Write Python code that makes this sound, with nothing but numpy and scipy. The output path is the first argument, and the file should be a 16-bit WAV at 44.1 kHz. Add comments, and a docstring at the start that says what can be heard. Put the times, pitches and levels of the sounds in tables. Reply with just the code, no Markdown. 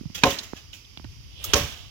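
"""Chopping green bamboo

A long-handled blade chops twice into bamboo in a grove, a few metres right of a hand-held microphone.
Each swing brushes through twigs and fractures fibres with a crack; the impact excites the modes of
the hollow stalk, shakes dry leaves and is scattered back by the grove.
Wind and small bumps touch the microphone; insects hiss far away."""
import sys
import numpy as np
from scipy import signal
from scipy.fft import rfft, irfft
from scipy.io import wavfile
from scipy.ndimage import uniform_filter1d

SR = 44100
rng = np.random.default_rng(int(sys.argv[2]) if len(sys.argv) > 2 else 0)


def transcribe(u):
    """Save the signal u as a 16-bit wav file named by the first command-line argument.

    u: samples, shape (n,) or (channels, n), limited to [-1, 1]; the rate is SR.
    q: integer samples, one column per channel.
    """
    v = np.clip(np.atleast_2d(u).T, -1, 1)
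    q = np.round(v * 32767).astype(np.int16)
    wavfile.write(sys.argv[1], SR, q)


N = 83790
T, HZ = np.arange(N) / SR, np.maximum(np.fft.rfftfreq(N, 1 / SR), 1)
T60_PER_DECAY = np.log(1000)  # time constants in a fall of 60 dB


def undb(db):
    """Amplitude ratio of a level in decibels."""
    return 10 ** (np.asarray(db) / 20)


def unit(x):
    """Normalisation to rms 1."""
    return x / np.sqrt(np.mean(x ** 2, axis=-1, keepdims=True))


def across(table, column=1):
    """Interpolation of a table column over log frequency."""
    table = np.array(table, float)
    return np.interp(np.log(HZ), np.log(table[:, 0]), table[:, column])


def hump(hz, octaves):
    """Magnitude response of a broad resonance."""
    return 1 / (1 + (np.log2(HZ / hz) / octaves) ** 2 / 2) ** 2


def patchy(depth_db=3.5, spacing_hz=70):
    """Irregular response of many narrow resonances of stalks and twigs."""
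    grid = np.arange(0, SR / 2, spacing_hz)
    return undb(depth_db * np.interp(HZ, grid, rng.standard_normal(len(grid))))


def colour(x, gain):
    """Minimum-phase filtering by way of the folded cepstrum."""
    cepstrum = irfft(np.log(gain + 1e-6), N)
    fold = 1 + np.sign(N / 2 - np.arange(N)) - (T == 0)
    return irfft(rfft(x) * np.exp(rfft(cepstrum * fold)), N)


def noise():
    """Two uncorrelated channels of white noise."""
    return rng.standard_normal((2, N))


def crackle(per_s, spread_db):
    """Shot noise: a Poisson train of tiny fractures of uneven size."""
    size = (rng.random(N) < per_s / SR) * undb(spread_db * rng.exponential(size=N).clip(0, 4))
    power = uniform_filter1d(size ** 2, size=8).clip(0)
    return unit(noise() * np.sqrt(power))


def burst(start, rise_s, decay_s, hold_s=0):
    """Envelope of linear attack, hold and exponential decay."""
    age = T - start
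    return np.clip(age / rise_s, 0, 1) * np.exp(-np.maximum(age - rise_s - hold_s, 0) / decay_s)


def at_level(x, envelope):
    """Normalisation to the rms of an envelope."""
    return unit(x) * np.sqrt(np.mean(envelope ** 2))


def excite(source, envelope, gain):
    """Source-filter model: a shaped excitation drives a resonant body."""
    return at_level(colour(source * envelope, gain), envelope)


# stereo image: frequency_hz, left_minus_right_db, coherence
IMAGE = [(100, -4.5, 1), (500, -5, 0.6), (989, -3.5, 0.48), (1670, -5.5, 0.1), (3100, -12, .1),
         (5500, -6.5, .05), (9100, -0.5, 0.11), (15000, -0.5, 0.033)]


def place(pair, left_lead_s=.00007):
    """A level difference puts the source to the right; coherence falls towards the treble."""
    pan_db = across(IMAGE)
    angle = np.arccos(across(IMAGE, column=2).clip(-1, 1))
    right, diffuse = rfft(pair)
    left = (right * np.cos(angle) + diffuse * np.sin(angle)) * np.exp(2j * np.pi * HZ * left_lead_s)
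    return irfft(np.array([left * undb(pan_db / 2), right * undb(-pan_db / 2)]), N)


# spectrum of distant insects and leaves: frequency_hz, gain_db
INSECT_SPECTRUM = [(100, 5.5), (200, -5.5), (320, -6.5), (600, -20.5), (1100, -15), (1650, -19.5),
                   (2200, -11), (3130, -8.5), (4120, -15.5), (4950, -4), (5940, -8.5), (8270, -28.5),
                   (11700, -21.5), (16000, -30)]


def insects(level_db=-52):
    """Many distant sources sum incoherently to a gently swelling hiss."""
    swell_db = .7 * unit(colour(noise()[0], hump(4, 1)))
    return undb(level_db + swell_db) * unit(colour(noise(), undb(across(INSECT_SPECTRUM))))


# wind strength at the microphone: time_s, level_db
WIND_LEVELS = [(0, -46), (.4, -53), (.55, -52.5), (.7, -50.5), (.81, -60.5), (1.0, -45.5), (1.22, -43.5),
               (1.33, -49.5), (1.42, -43), (1.5, -39.5), (1.7, -47), (1.9, -48.5)]


def wind():
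    """Turbulent pressure makes a gusty rumble, uncorrelated at the two ports."""
    gust_db = 3 * unit(colour(noise(), hump(18, .98)))
    rumble = unit(colour(noise(), hump(66, 1.66) ** 4))
    level_db = np.interp(T, *np.array(WIND_LEVELS).T)
    return rumble * undb(level_db + gust_db) * undb([[1.5], [-1.5]])


# touches on the microphone: start_s, level_db, pitch_hz, decay_s, tick_relative_db
MIC_BUMPS = [(0.0095, -19.5, 232, 0.0027, -20), (0.033, -29, 290, 0.00093, -19),
             (0.054, -16, 143, 0.0061, -21), (0.099, -22, 163, 0.0014, -15),
             (0.158, -34.5, 175, 0.013, -20), (0.5335, -9, 316, 0.00038, -9),
             (0.9731, -26, 200, 0.00055, -2), (0.997, -27, 198, 0.0011, -2.5),
             (1.0438, -25, 290, 0.0037, -2), (1.05, -28, 111.3, 0.026, -4.5)]


def bumps(rise_cycles=.55):
    """Contact noise: damped knocks with a small tick, almost only at the right port."""
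    knocks, ticks = 0, 0
    for start, db, hz, decay, tick_db in MIC_BUMPS:
        knocks -= undb(db) * np.sin(2 * np.pi * hz * (T - start)) * burst(start, rise_cycles / hz, decay)
        tick = excite(noise()[0], burst(start, .000095, .00035), hump(850, 2.3) ** 4)
        ticks += undb(db + tick_db) * tick
    return (colour(knocks, hump(200, 1.3)) + ticks) * undb([[-24], [0]])


# spectrum of dry leaves and twigs: frequency_hz, gain_db
LEAF_SPECTRUM = [(100, -8), (500, -9), (1200, -8.5), (1900, -4), (3100, 3.5), (4200, -4.5), (6300, 1.5),
                 (8500, -14), (10000, -14.5), (12000, -11)]


def rustle(envelope, per_s, spread_db, tilt_db=0):
    """Dense random impulses excite the resonances of dry foliage."""
    gain = undb(across(LEAF_SPECTRUM) + tilt_db * np.log2(HZ / HZ[-1]))
    return excite(crackle(per_s, spread_db), envelope, gain * patchy())


# brushes against twigs: start_s, level_db, rise_s, decay_s, tilt_db_per_octave
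TWIG_BRUSHES = [(0.143, -30.5, 0.0094, 0.023, 1), (0.176, -35.5, 0.0025, 0.026, -1),
                (0.207, -38.5, 0.019, 0.06, -3.5), (0.301, -26.5, 0.0049, 0.011, 3.5),
                (0.329, -34, 0.0022, 0.015, 2.5), (0.431, -38.5, 0.0029, 0.017, 1),
                (0.554, -43.5, 0.015, 0.032, -2), (0.724, -44, 0.012, 0.046, 0),
                (1.439, -20.5, 0.004, 0.012, 9), (1.563, -27, 0.0024, 0.026, 4)]
# twig snaps, and near 1 s a tick and a short scrape from touches on the microphone:
# start_s, level_db, centre_hz, width_octaves, decay_s
CLICKS = [(0.2998, -32, 5740, 0.36, .004), (0.3084, -24, 3100, 0.28, 0.0041),
          (0.3871, -24.5, 4520, 0.4, 0.0064), (0.7313, -34.5, 3100, 0.22, 0.0039),
          (0.847, -46.5, 3300, 0.18, 0.0059), (0.974, -25.5, 3270, 0.56, 0.00029),
          (1.0435, -40, 1720, 1.0, 0.0025), (1.441, -38.5, 1250, 0.069, 0.011)]
# blade passing through foliage: peak_s, level_db, rise_s, fall_s, centre_hz, width_octaves
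BLADE_SWEEPS = [(1.481, -42.5, 0.076, 0.23, 3150, 0.31), (1.483, -44, 0.046, 0.17, 1600, 2.46),
                (1.505, -49.5, 0.068, 0.018, 448, 0.8)]


def foliage_and_clicks():
    """Friction and fracture: foliage is brushed, snapped and swept; microphone touches tick and scrape."""
    out = 0
    for start, db, rise, decay, tilt_db in TWIG_BRUSHES:
        out += undb(db) * rustle(burst(start, rise, decay), per_s=7000, spread_db=2.4, tilt_db=tilt_db)
    for start, db, hz, width, decay in CLICKS:
        out += undb(db) * excite(noise(), burst(start, .00028, decay), hump(hz, width) * patchy())
    for peak, db, rise, fall, hz, width in BLADE_SWEEPS:
        swell = np.exp(-((T - peak) / np.where(T < peak, rise, fall)) ** 2 / 2)
        out += undb(db) * excite(crackle(per_s=4000, spread_db=.92), swell, hump(hz, width))
    return out


def far_echo(start):
    """Diffuse reflection from distant trees builds up late."""
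    return excite(noise(), burst(start, rise_s=.078, decay_s=.13), hump(1000, 1.49) ** 2 * patchy())


# reverberation of the grove: frequency_hz, gain_db, t60_s
GROVE_BANDS = [(108, 0, 0.27), (246, 2, 0.54), (500, 7.5, 0.26), (1110, 6, 0.34), (1850, 0, 0.51),
               (3100, -8, 0.65), (6900, -13, 0.93), (8600, -25, 0.71), (15800, -21.5, 0.83)]


def grove_echo(start):
    """Multiple scattering among stalks leaves a noise tail; the treble lingers longest."""
    spectrum = rfft(unit(colour(noise(), undb(across(GROVE_BANDS)) * patchy())))
    out = 0
    for centre, _, t60 in GROVE_BANDS:
        band = across([(hz, hz == centre) for hz, *_ in GROVE_BANDS])
        out += irfft(spectrum * band, N) * burst(start, .013, t60 / T60_PER_DECAY)
    return out


# thuds of the shaken clump: start_s, level_db, hold_s, decay_s
CLUMP_THUDS = [(0.244, -31, 0.029, 0.019), (1.542, -21.5, 0.0041, 0.01), (1.601, -31, .04, .01)]


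def thuds():
    """Heavily damped vibration of the clump and the ground gives dull rumbles."""
    out = 0
    for start, db, hold, decay in CLUMP_THUDS:
        envelope = burst(start, .007, decay, hold)
        rumble = colour(noise(), hump(78, 1.05) ** 2)
        out += undb(db) * at_level(rumble * envelope, envelope)
    return out


# modes of the hard stalk wall: pitch_hz, t60_s, first_chop_db, second_chop_db
WALL_MODES = [(1620, .024, -13, -26), (2456, .028, -7.5, -24), (3245, .028, -16, -18),
              (3700, .024, -13, -26), (6030, .03, -21, -21)]


def wall_ring(start, chop):
    """Impulse response: the landing edge sets the wall into brief free vibration."""
    out = 0
    for hz, t60, *levels_db in WALL_MODES:
        envelope = burst(start, .0005, t60 / T60_PER_DECAY)
        out += undb(levels_db[chop]) * envelope * np.sin(2 * np.pi * hz * (T - start))
    return np.sqrt(2) * out


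# modes of the hollow stalk: pitch_hz, t60_s, swell_s, first_chop_db, second_chop_db
STALK_MODES = [(153, .3, .012, -35, -33), (246, .16, .012, -26.5, -31), (293, .3, .025, -32, -30),
               (402, .13, .026, -27, -34), (457, .11, .024, -26, -29), (546, .18, .028, -22, -35),
               (572, .18, .031, -29, -24), (725, .11, .027, -24, -33), (797, .11, .004, -29, -39),
               (920, .08, .018, -27, -42), (976, .09, .004, -26, -34), (1045, .11, .017, -22, -39),
               (1088, .14, .018, -25, -28.5), (1290, .14, .008, -35, -33), (3250, .22, .012, -39, -37)]


def stalk_ring(start, chop, wobble_rad=.62):
    """Normal modes build up while the blade wedges in, then decay with wavering phase."""
    knots_s = np.arange(0, 2, .012)
    out = 0
    for hz, t60, swell, *levels_db in STALK_MODES:
        wobble = np.interp(T, knots_s, rng.standard_normal(len(knots_s)))
        phase = 2 * np.pi * (hz * (T - start) + rng.random()) + wobble_rad * wobble
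        envelope = burst(start, swell, t60 / T60_PER_DECAY, hold_s=.007)
        out += undb(levels_db[chop]) * envelope * np.sin(phase)
    return np.sqrt(2) * out * undb([[-.25], [.25]])


# spectra of splitting fibres, one list per chop: frequency_hz, gain_db
CRACK_SPECTRA = [
    [(50, -9.5), (120, -1), (260, 7), (535, -0.5), (1030, 5), (1250, 0.5), (1700, 1), (1950, -15.5),
     (2470, 0), (2900, -4.5), (3650, -4.5), (4700, -4), (6150, -7.5), (10000, -44), (16000, -50)],
    [(50, -12), (100, -5.5), (300, -10), (520, -6), (750, -17), (1310, -8), (2100, -13.5), (2620, -8.5),
     (3350, -10), (5080, -9), (6560, -8), (9000, -37), (12700, -21.5), (16000, -47)],
]


def crack(start, cut_s, chop, edge_db=-13.5):
    """Impact and fracture: the edge lands as one impulse, then fibres part in quick succession."""
    envelope = burst(start, .00027, .0035, hold_s=cut_s)
    edge = np.diff(burst(start, 1 / SR, .91), prepend=0).clip(0)
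    fibres = crackle(per_s=13000, spread_db=2.3) * envelope
    force = unit(fibres) + undb(edge_db) * unit(edge)
    return at_level(colour(force, undb(across(CRACK_SPECTRA[chop]))), envelope)


# blows of the blade: start_s, crack_db, cut_s, stalk_gain_db, leaves_db, echo_db
BLOWS = [(.2354, -8, 0.0043, -1.5, -29, -23.5), (1.535, -11.5, 0.0073, -4.5, -24, -24)]


def chops(far_db=-46.5):
    """Each blow's energy divides among fracture, ringing and shaken foliage; the grove reflects it."""
    scatter, ring = 0, 0
    for chop, (start, crack_db, cut_s, stalk_db, leaves_db, echo_db) in enumerate(BLOWS):
        scatter += undb(leaves_db) * rustle(burst(start, .025, .066), per_s=5000, spread_db=3.1)
        scatter += undb(far_db) * far_echo(start)
        scatter += undb(crack_db) * crack(start, cut_s, chop) + wall_ring(start, chop)
        scatter += undb(echo_db) * grove_echo(start)
        ring += undb(stalk_db) * stalk_ring(start, chop)
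    return place(scatter + thuds()) + ring


def scene():
    """Superposition of the grove's sounds and the disturbances at the microphone."""
    return place(insects()) + chops() + place(foliage_and_clicks()) + bumps() + wind()


def record(dry, drive=1.1, bottom_hz=36, top_hz=15900):
    """Soft saturation rounds the loudest peaks; band limiting cuts the lowest bass and the top."""
    rounded = np.tanh(drive * dry) / drive
    highpass = signal.butter(3, bottom_hz, "high", fs=SR, output="sos")
    lowpass = signal.ellip(8, .2, 70, top_hz, fs=SR, output="sos")
    return signal.sosfilt(lowpass, signal.sosfilt(highpass, rounded))


dry = scene()
out = record(dry)
transcribe(out)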